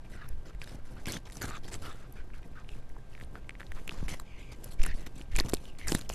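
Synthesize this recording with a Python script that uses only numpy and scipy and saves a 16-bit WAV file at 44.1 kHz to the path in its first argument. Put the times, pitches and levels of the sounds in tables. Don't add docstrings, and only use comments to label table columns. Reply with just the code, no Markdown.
import sys
import numpy as np
from scipy import signal
from scipy.fft import rfft, irfft, next_fast_len
from scipy.io import wavfile
from scipy.ndimage import uniform_filter1d

SR = 44100
rng = np.random.default_rng(int(sys.argv[2]) if len(sys.argv) > 2 else 0)


def natural_amplitude(level_db):
    exponent = np.asarray(level_db, float) / 20
    return 10 ** exponent


def dump(signal):
    limited = np.clip(np.atleast_2d(signal).T, -1, 1)
    pcm = np.round(limited * 32767).astype(np.int16)
    wavfile.write(sys.argv[1], SR, pcm)


N = 270774
T = np.arange(N) / SR
GLIDE = 0.07

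# start_s, length_s, crush_db, fizz_over_crush_db
CHEWS = [(.454,0.049,-58.5,-25),(.614,0.037,-55.5,-13),(.658,0.1,-58,-9.5),(1.067,0.067,-46,-9),(1.136,0.039,-46,-13),(1.172,0.018,-54.5,-13),(1.254,0.025,-54.5,-20),(1.321,0.06,-59,-0.5),(1.414,0.044,-49.5,-3.5),(1.458,0.05,-51.5,-6),(1.512,0.077,-56.5,-14),(1.632,0.063,-56.5,-14),(1.714,0.047,-49,-6),(1.818,0.087,-54.5,-7.5),(2.348,0.047,-68,-6),(3.907,0.02,-54,-11),(3.928,0.14,-58,-14),(4.083,0.065,-47.5,-8.5),(4.148,0.07,-61.5,-8),(4.516,0.02,-55.5,-11),(4.708,0.036,-64,2.5),(4.79,0.036,-55,-21),(4.849,0.026,-52,-7),(4.94,0.1,-59,-8),(5.447,0.026,-51.5,-10),(5.553,0.037,-64,-2),(5.784,0.029,-58.5,-6),(5.871,0.085,-46.5,-0.5),(5.953,0.046,-49,-7),(6.118,0.026,-51,-5)]
# start_s, length_s, crush_db
BITES = [
    (4.816,0.014,-58),
    (4.831,0.0081,-47),
    (5.062,0.014,-49),
    (5.351,0.025,-49.5),
    (5.384,0.009,-36),
    (5.393,0.016,-43),
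    (5.485,0.018,-48),
    (5.535,0.0098,-44.5),
    (6.006,0.017,-51),
    (6.092,0.022,-48.5),
]
# start_s, length_s, crush_db
GRINDS = [(0.099,0.068,-63.5),(0.595,0.032,-65),(0.85,0.091,-64.5),(0.997,0.048,-67),(1.279,0.047,-65.5),(1.365,0.042,-58.5),(1.679,0.033,-61.5),(1.758,0.068,-63.5),(1.907,0.13,-65.5),(2.138,0.063,-70),(2.681,0.12,-66),(3.104,0.091,-69.5),(3.207,0.028,-60.5),(3.586,0.18,-70.5),(3.747,0.12,-64.5),(3.871,0.035,-64),(4.388,0.032,-62.5),(4.418,0.12,-74),(4.546,0.21,-71),(4.633,0.066,-61.5),(5.08,0.074,-73),(5.154,0.07,-61),(5.22,0.024,-69),(5.315,0.053,-63),(5.42,0.03,-73),(5.503,0.037,-60),(5.599,0.045,-64),(5.635,0.069,-62),(5.818,0.049,-63),(6.02,0.049,-64)]
STROKES = CHEWS + [(*row, -9) for row in BITES] + [(*row, -7) for row in GRINDS]
CRUSH_DB, FIZZ_DB = np.transpose(STROKES)[2:]


def evened(x):
    return x / np.sqrt(np.mean(x ** 2) + 1e-20)


def colour(x, points):
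    size = next_fast_len(len(x))
    f, db = np.transpose(points)
    hz = np.fft.rfftfreq(size, 1 / SR)
    gain = natural_amplitude(np.interp(np.log(hz + 1), np.log(f + 1), db))
    return irfft(rfft(x, size) * gain, size)[:len(x)]


def add(mix, s, sound):
    part = mix[round(s * SR):][:len(sound)]
    part += sound[:len(part)]


def resonate(x, hz, width):
    turn = np.exp(2j * np.pi * np.cumsum(hz * np.ones(len(x))) / SR)
    r = np.exp(-np.pi * width / SR)
    smooth = signal.lfilter([1 - r], [1, -r], x / turn + 1e-18)
    return 2 * (turn * smooth).real


def surges(rows, rest_db, rise_db_s, fall_db_s):
    s, db = np.transpose(rows)[:, :, None]
    below_peak = np.maximum(rise_db_s * (s - T), fall_db_s * (T - s))
    return np.maximum((db - below_peak).max(axis=0), rest_db)


def pressure(rows, db, sag_db=0):
    gain = np.zeros(N)
    for (s, length, *_), level_db in zip(rows, db):
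        add(gain, s, natural_amplitude(level_db + sag_db * np.linspace(.5, -.5, round(length * SR))))
    fade = np.exp(-1 / (0.011 * SR))
    settling = natural_amplitude(-9) * signal.lfilter([1 - fade], [1, -fade], gain)
    gain = np.maximum(gain, settling)
    return abs(uniform_filter1d(uniform_filter1d(gain, size=150), size=150))


def crumbs(per_s, spread_db, length_s, bed):
    size = natural_amplitude(np.clip(spread_db, 0, 5) * np.minimum(rng.exponential(1, N), 3))
    breaks = size * (rng.random(N) < per_s / SR)
    fade = np.exp(-1 / (length_s * SR))
    puffs = evened(signal.lfilter([1], np.convolve([1, -fade], [1, -fade]), breaks))
    return evened((puffs + bed) * rng.standard_normal(N))


def pockets(x, depth_db):
    hz, t, z = signal.stft(x, SR, nperseg=256)
    patches = rng.standard_normal((len(t), len(hz))).T
    patches = evened(uniform_filter1d(uniform_filter1d(patches, size=4, axis=0), size=9, axis=1))
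    return signal.istft(z * natural_amplitude(depth_db * patches), SR, nperseg=256)[1][:N]


def room():
    # pitch_hz, level_db per Hz
    air_colour = [(47, -4.5), (80, -2.5), (129, -1.5), (185, -6), (1180, -19.5), (1600, -26.5),
                  (1710, -23.5), (9170, -40), (12700, -46), (13800, -74)]
    # pitch_hz, width_hz, level_db
    hum_lines = [(122.6, 8, -58.5)]
    air = natural_amplitude(-57) * evened(colour(rng.standard_normal(N), air_colour))
    whine = natural_amplitude(-74) * np.sqrt(2) * np.sin(2 * np.pi * 1577 * T)
    hum = sum(natural_amplitude(db) * evened(resonate(rng.standard_normal(N), hz, w)) for hz, w, db in hum_lines)
    return air + whine + hum


def shaking():
    # peak_s, peak_db
    lurches = [(.32,-26.5),(.79,-34),(1.45,-33),(1.78,-34),(2.18,-32),(2.73,-35),(2.89,-34),(3.26,-35),(3.71,-32.5),(4.02,-24),(4.09,-35.5),(4.83,-20.5),(5.35,-22),(5.46,-40),(5.55,-32.5),(5.88,-22),(6.1,-30.5)]
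    # pitch_hz, level_db per Hz
    sway_colour = [(3, -5.5), (7, 18.5), (21, 5.5), (60, -4), (100, -18), (200, -66)]
    level_db = surges(lurches, rest_db=-40.5, rise_db_s=252, fall_db_s=106)
    return natural_amplitude(level_db) * evened(colour(rng.standard_normal(N), sway_colour))


def bumps():
    # start_s, peak_db, pitch_hz
    blows = [(0.548, -27.5, 37), (0.754, -33.5, 126), (1.073, -23, 140), (1.153, -29, 177),
             (4.028, -22.5, 163), (4.792, -13, 11.1), (5.335, -17, 13.3), (5.4069, -21, 320),
             (5.5348, -11, 362), (5.9208, -14.5, 320), (5.949, -14, 195), (6.1, -22, 660)]
    out, t = np.zeros(N), np.arange(9000) / SR
    for s, db, hz in blows:
        shape = np.exp(-t * hz / 0.7) * np.minimum(t * hz / .12, 1)
        add(out, s, natural_amplitude(db - 0.5) * np.sin(2 * np.pi * hz * t) * shape)
    return out


def rustle():
    clumps = natural_amplitude(7.0 * evened(uniform_filter1d(rng.standard_normal(N), size=1500)))
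    grit = pockets(crumbs(per_s=160, spread_db=2.5, length_s=0.0008, bed=0.5), depth_db=4.0)
    crackle = colour(grit, [(900, 2), (2500, 13.0), (8000, -17.0), (13000, -23)])
    return natural_amplitude(-76.0) * evened(clumps * crackle)


def splinters():
    # peak_s, level_db, pitch_hz
    puffs = [(0.638,-54,10600),(.677,-53,3700),(1.058,-45,5070),(1.069,-49,7200),(1.086,-45,8300),(1.087,-44,11500),(1.099,-50,10100),(1.11,-51,4400),(1.124,-42,8200),(1.138,-58,8300),(1.147,-51,5600),(1.356,-56,5500),(1.42,-43,4500),(1.427,-41.5,12100),(1.428,-44,6360),(1.454,-48,7100),(1.482,-51,9300),(1.49,-53,3900),(1.491,-52,6900),(1.501,-49,7060),(1.568,-51.5,6700),(1.645,-51,3400),(1.655,-55,4800),(1.736,-44,7540),(1.742,-50,3200),(1.861,-48.5,3700),(1.916,-54,3700),(2.735,-55,2700),(3.237,-56,3400),(3.248,-60,8950),(3.494,-53,8500),(3.878,-48,7300),(4.084,-49,9900),(4.095,-48,10100),(4.113,-49,4600),(4.2,-48.5,7550),(4.199,-49,4130),(4.645,-42.5,11400),(4.82,-47,5300),(4.836,-42,8700),(4.839,-42,5040),(4.864,-36,9500),(4.888,-59,10700),(5.183,-53,7760),(5.363,-33.5,2460),(5.372,-47,10800),(5.378,-48,2300),(5.399,-53,11000),(5.462,-51,6600),(5.498,-44,6400),(5.787,-54,8000),(5.884,-35,5000),(5.897,-38,7300),(5.919,-40,7000),(5.921,-33.5,4870),(5.947,-38,7600),(5.963,-43,3900),(5.987,-46,10800),(6.095,-41.5,7300),(6.137,-44,7200)]
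    out, t = np.zeros(N), np.arange(-150, 350) / SR
    shape = np.exp(np.where(t < 0, -(t / 0.0018) ** 2, -t / 0.00084))
    for (s, db, hz), draw in zip(puffs, rng.standard_normal((len(puffs), 500))):
        wide = 0.2 * hz
        puff = resonate(resonate(shape * draw, hz, wide), hz, wide)
        add(out, s + t[0], natural_amplitude(db - 6) * evened(puff))
    return out


def scrapes():
    # start_s, length_s, level_db, pitch_hz
    drags = [(0.209,.025,-51,1700),(0.617,0.01,-57,5000),(0.678,0.021,-58.5,5000),(.688,.02,-61,3600),(1.053,0.011,-55,2500),(1.073,0.05,-48.5,4270),(1.078,0.017,-43.5,1560),(1.149,.035,-53,3400),(1.408,0.042,-49,6550),(1.427,0.026,-54,4100),(1.511,0.078,-56,3600),(1.53,0.049,-57,2510),(1.824,0.04,-64,5000),(1.84,0.13,-64,3570),(1.895,0.016,-52,1290),(2.018,0.018,-59,1620),(2.16,0.056,-62,2300),(2.565,0.028,-53,1460),(3.348,0.042,-60,1510),(4.3,0.093,-64.5,2580),(4.397,0.023,-54,2260),(4.481,.03,-60,2380),(4.703,.03,-59,4130),(4.883,.04,-60,4600),(4.924,0.013,-49,2000),(5.352,0.015,-55,2400),(5.405,.007,-49,11800),(5.666,0.05,-60.5,2930),(5.825,0.048,-54,2150),(6.127,.012,-50,2800),(4.26,.28,-70,2700),(0.118,0.068,-61,1500),(4.837,0.0035,-41,2600),(5.88,0.013,-43,5600),(5.914,.007,-44,7200),(5.951,0.003,-41,9000),(3.754,0.047,-63,1800),(2.979,.015,-62,1780),(3.127,.012,-62,2800),(0.282,.008,-63,5500),(.286,0.0067,-51,11000),(2.121,0.0083,-55.5,12200),(1.423,0.043,-50,1470),(1.513,0.066,-49,1300),(1.832,0.067,-54,1400),(2.19,.025,-59,1510),(0.223,0.029,-57,1260),(4.398,0.066,-64,2880)]
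    out = np.zeros(N)
    for (s, length, db, hz), draw in zip(drags, rng.standard_normal((len(drags), 6000))):
        stroke = draw[:round(length * SR)]
        wide = 0.14 * hz
        sinking_hz = hz * np.linspace(1 + GLIDE, 1 - GLIDE, len(stroke))
        scrape = evened(resonate(resonate(stroke, sinking_hz, wide), sinking_hz, wide))
        add(out, s, natural_amplitude(db) * np.sqrt(np.hanning(len(stroke))) * scrape)
    return out


def cracks():
    # peak_s, peak_db, ring_hz, crisp_edge_db
    dry_cracks = [(.29,-42,6250,-33.5),(1.069,-29,2490,-30),(1.1218,-18.5,5800,-20),(1.4192,-22.5,1720,-25),(1.7427,-24,7060,-49),(2.1253,-56,1490,-39.5),(3.4942,-21.5,2220,-49),(3.7194,-24.5,1890,-33.5),(3.878,-22.5,2570,-27),(4.0829,-22.5,2150,-34),(4.094,-27,6600,-39),(4.1987,-29.5,1150,-31),(4.6426,-57,8700,-28),(4.8325,-21,7200,-42),(4.8365,-21,2590,-20),(4.864,-21.5,1560,-24),(5.0667,-28.5,2030,-48),(5.3635,-12.5,7560,-42),(5.3878,-13,2440,-11.5),(5.4001,-6,4380,-23),(5.4963,-27.5,3770,-21.5),(5.5354,-21.5,2460,-20),(5.5398,-19.5,4500,-10.5),(5.5477,-21.5,4430,-24),(5.883,-14.5,7200,-24),(5.8971,-26,7100,-37),(5.9049,-30,7040,-39),(5.9213,-16.5,3000,-15),(5.9497,-16,1800,-7.5),(5.9917,-40,1230,-33)]
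    # peak_s, peak_db, ring_hz, crisp_edge_db
    faint_cracks = [
        (.05, -49, 2600, -56),
        (0.508, -42, 1350, -56),
        (.549, -40, 1940, -47),
        (2.303, -41, 1690, -72),
        (2.3416, -40, 1350, -47),
        (2.6461, -44, 2540, -72),
        (2.893, -45, 5940, -44),
    ]
    # peak_s, peak_db, ring_hz
    clicks = [(.617,-23.5,2410),(1.058,-26,2220),(1.136,-24,3320),(1.168,-25,1730),(1.5094,-26,1320),(1.6826,-32.5,1740),(2.6911,-28.5,2780),(2.966,-35,950),(3.1513,-31.5,2280),(3.178,-36.5,1900),(3.212,-30,1980),(3.3552,-27.5,1340),(3.5074,-31,2200),(3.553,-33.5,2050),(3.6055,-26.5,1770),(3.6156,-29.5,1550),(3.6307,-32.5,1840),(3.667,-37,3860),(3.8938,-16,2670),(3.9096,-30,3440),(3.9171,-31,1230),(4.109,-32,2240),(4.7966,-31,2170),(4.8168,-24.5,2500),(4.8507,-24,2050),(5.214,-30,2880),(5.357,-22,2360),(5.3917,-17.5,1950),(5.8142,-29.5,1960),(6.0995,-35,1210)]
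    # peak_s, peak_db, ring_hz
    chips = [(.6427,-32,4000),(0.6748,-35,1760),(1.141,-30,1580),(1.33,-37.5,3660),(1.3567,-40,1400),(1.3704,-28,6000),(1.3,-34,2000),(1.455,-30,1400),(3.2,-37,1800),(3.2372,-39,3500),(2.9,-42.5,2000),(3.597,-39,1600),(3.6,-37,2200),(3.6,-32.5,1740),(5.371,-24,4500),(5.4085,-24,1910),(5.4917,-27,7600),(5.5219,-31,4200),(5.5697,-30,3780),(5.655,-33.5,3240),(5.4,-36,2200),(5.872,-24.5,1770),(5.9856,-36,3370),(6.0122,-26,4100),(6.093,-22,5500),(4.005,-38,1500),(1.058,-30,5000),(5.751,-44,2500),(6.0495,-47,3200),(6.0615,-48,3300),(5.799,-40,5000),(1.31,-40,6500),(3.138,-47,4500),(3.1,-50,7800),(5.438,-36,1700),(5.468,-37,2300),(2.6,-46,6700),(6.0998,-22.5,2800),(3.3553,-44,4200),(3.2,-44,2100),(6.108,-36,6500),(5.514,-37,8000),(5.905,-28,5500),(5.929,-25,8000),(1.0575,-28,3200),(1.128,-30,2800),(3.608,-36.5,3600),(5.378,-38,2200),(5.3925,-24,5000),(1.1465,-34,5900),(1.111,-35,5600),(1.49,-38,2200),(3.925,-40,4000),(3.846,-48,9000),(6.022,-42,3000),(4.8,-40,4600),(5.35,-40,2500),(1.322,-36,3800),(5.4003,-22,1100),(4.88,-38,5500)]
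    rows = dry_cracks + faint_cracks + [(s, db, hz, db - 22) for s, db, hz in clicks]
    rows += [(s, db, hz, db - 6.5) for s, db, hz in chips]
    out, t = np.zeros(N), np.arange(-60, 340) / SR
    spit_shape = np.exp(np.where(t < 0, t / 0.000055, -t / 0.001))
    for (s, db, hz, edge_db), draw in zip(rows, rng.standard_normal((len(rows), 402))):
        fall_s = .0002 + 1.15 / hz
        ring_shape = np.exp(np.where(t < 0, -(t / (.15 * fall_s)) ** 2, -t / fall_s))
        ring = np.cos(2 * np.pi * hz * t + draw[0]) * ring_shape
        spit = np.convolve(np.diff(draw[1:]), [.25, .8, .25], "same") * spit_shape
        add(out, s + t[0], natural_amplitude(db - 4.0) * ring + natural_amplitude(edge_db - 9.0) * spit)
    return out


def jaw_knock():
    # peak_s, peak_db
    knocks = [(.75,-44),(.96,-45.5),(1.08,-43.5),(1.155,-43),(1.37,-46),(1.45,-39),(1.75,-46.5),(1.87,-48.5),(2.46,-48),(3.36,-46.5),(3.78,-46),(3.915,-44),(4.03,-61),(4.09,-50),(4.88,-44),(5.21,-48.5),(5.4,-47),(5.465,-41.5),(5.54,-41),(5.93,-34),(6.1,-50)]
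    # pitch_hz, level_db per Hz
    bone_colour = [(60, 8.5), (140, 6.5), (350, 0), (800, -8.5), (1800, -31)]
    grit = crumbs(per_s=220, spread_db=3.0, length_s=0.002, bed=0.5)
    knock_db = surges(knocks, rest_db=-56, rise_db_s=233, fall_db_s=227)
    jaw = natural_amplitude(knock_db - 1.0) + pressure(STROKES, CRUSH_DB + 0.5)
    return jaw * evened(colour(grit, bone_colour))


def mouth_ring():
    # start_s, length_s, ring_db, mouth_pitch_hz
    first_smacks = [(0.119,0.047,-62,1940),(0.17,0.095,-60,1340),(0.27,0.066,-69,1750),(0.452,0.062,-68,1390),(0.617,0.027,-59,1640),(0.671,0.13,-68,1540),(0.844,0.14,-73,1420),(0.967,0.043,-61,1550),(1.056,0.055,-52,2260),(1.132,0.043,-56.5,3400),(1.261,0.02,-61,990),(1.411,0.047,-49,1550),(1.47,0.03,-56,1400),(1.502,0.073,-52,1250),(1.632,0.035,-68,1738),(1.717,0.037,-63,2180),(1.821,0.11,-56,1270),(1.932,0.14,-64.5,1330),(2.156,0.062,-61,1560),(2.343,0.052,-65.5,1540),(2.553,0.07,-62,1220),(2.693,0.045,-66.5,2660),(3.105,0.15,-74,1810)]
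    # start_s, length_s, ring_db, mouth_pitch_hz
    later_smacks = [(3.758,0.039,-59,1200),(3.35,0.04,-66,2600),(3.874,0.21,-67.5,1050),(4.086,0.064,-53,2170),(4.252,0.15,-65.5,2270),(4.381,0.17,-65,2360),(4.785,0.044,-64,2180),(4.85,0.038,-51.5,1930),(4.886,0.035,-50.5,1830),(4.923,0.019,-59,2050),(4.976,0.1,-65.5,1960),(5.145,0.061,-72,2540),(5.314,0.023,-57,1980),(5.346,0.039,-65,2230),(5.395,0.045,-58.5,1900),(5.45,0.053,-70,2650),(5.534,0.054,-66,2770),(5.617,0.12,-71,2900),(5.792,.08,-57.5,2080),(5.874,0.024,-46,1880),(5.967,.037,-74,1150),(6.097,0.022,-64,2610)]
    # multiple_of_mouth_pitch, width_hz, level_db
    modes = [(1.0, 330, 0), (1.0, 1500, -17), (1.3, 750, -10), (1.9, 700, -15), (2.7, 700, -17)]
    smacks = first_smacks + later_smacks
    s, length, ring_db, hz = np.transpose(smacks)
    ends = np.ravel([s, s + length - .004], "F")
    sinking_hz = np.outer(hz, [1 + GLIDE, 1 - GLIDE]).ravel()
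    mouth_hz = np.interp(T, np.maximum.accumulate(ends), sinking_hz)
    mouth_hz = uniform_filter1d(mouth_hz, size=300)
    drive = crumbs(per_s=240, spread_db=0, length_s=.0012, bed=3)
    ring = np.zeros(N)
    for k, w, db in modes:
        ring += natural_amplitude(db) * resonate(resonate(drive, k * mouth_hz, w), k * mouth_hz, 1.6 * w)
    wet = uniform_filter1d(pressure(smacks, ring_db + 3.5), size=300)
    return wet * evened(ring)


def crunch():
    # pitch_hz, level_db per Hz
    crush_colour = [(1500, 9.5), (3200, 7.5), (4500, 6), (7000, 3.5), (9000, -20.5)]
    # pitch_hz, level_db per Hz
    fizz_colour = [(5500, -22), (7800, 9), (10500, 7.5), (12800, 3.5), (14000, -23)]
    grit = pockets(crumbs(per_s=600, spread_db=3.2, length_s=.0005, bed=1.0), depth_db=3.0)
    crush = pressure(STROKES, CRUSH_DB - .8, sag_db=2.5) * evened(colour(grit, crush_colour))
    fizz_press = pressure(STROKES, CRUSH_DB + FIZZ_DB - 1.0, sag_db=3.5)
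    return crush + fizz_press * evened(colour(grit, fizz_colour))


def scene():
    background = room() + shaking() + bumps() + rustle()
    details = splinters() + scrapes() + cracks()
    chewing = jaw_knock() + mouth_ring() + crunch()
    mono = background + details + chewing
    return np.array([mono, mono])


def band_limit(x):
    return signal.sosfilt(signal.butter(12, 13960, fs=SR, output="sos"), x)


def record(dry):
    # pitch_hz, level_db
    spread = [(60, -62), (250, -54.5), (700, -44.5), (1500, -41.5), (3500, -46), (4300, -16), (8500, -6.5),
              (13400, -12)]
    hz, t, z = signal.stft(dry[0], SR, nperseg=256)
    turn = np.exp(2j * np.pi * rng.random(z.T.shape).T)
    scrambled = signal.istft(z * turn, SR, nperseg=256)[1][:N]
    side = colour(evened(scrambled) * dry[0].std(), spread)
    edge = signal.firwin(201, 13250, window=("kaiser", 5), fs=SR)
    wide = signal.oaconvolve(dry + np.array([side, -side]), edge[None], "same")
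    mix = wide + natural_amplitude(-34) * dry
    return band_limit(mix)


dry = scene()
out = record(dry)
dump(out)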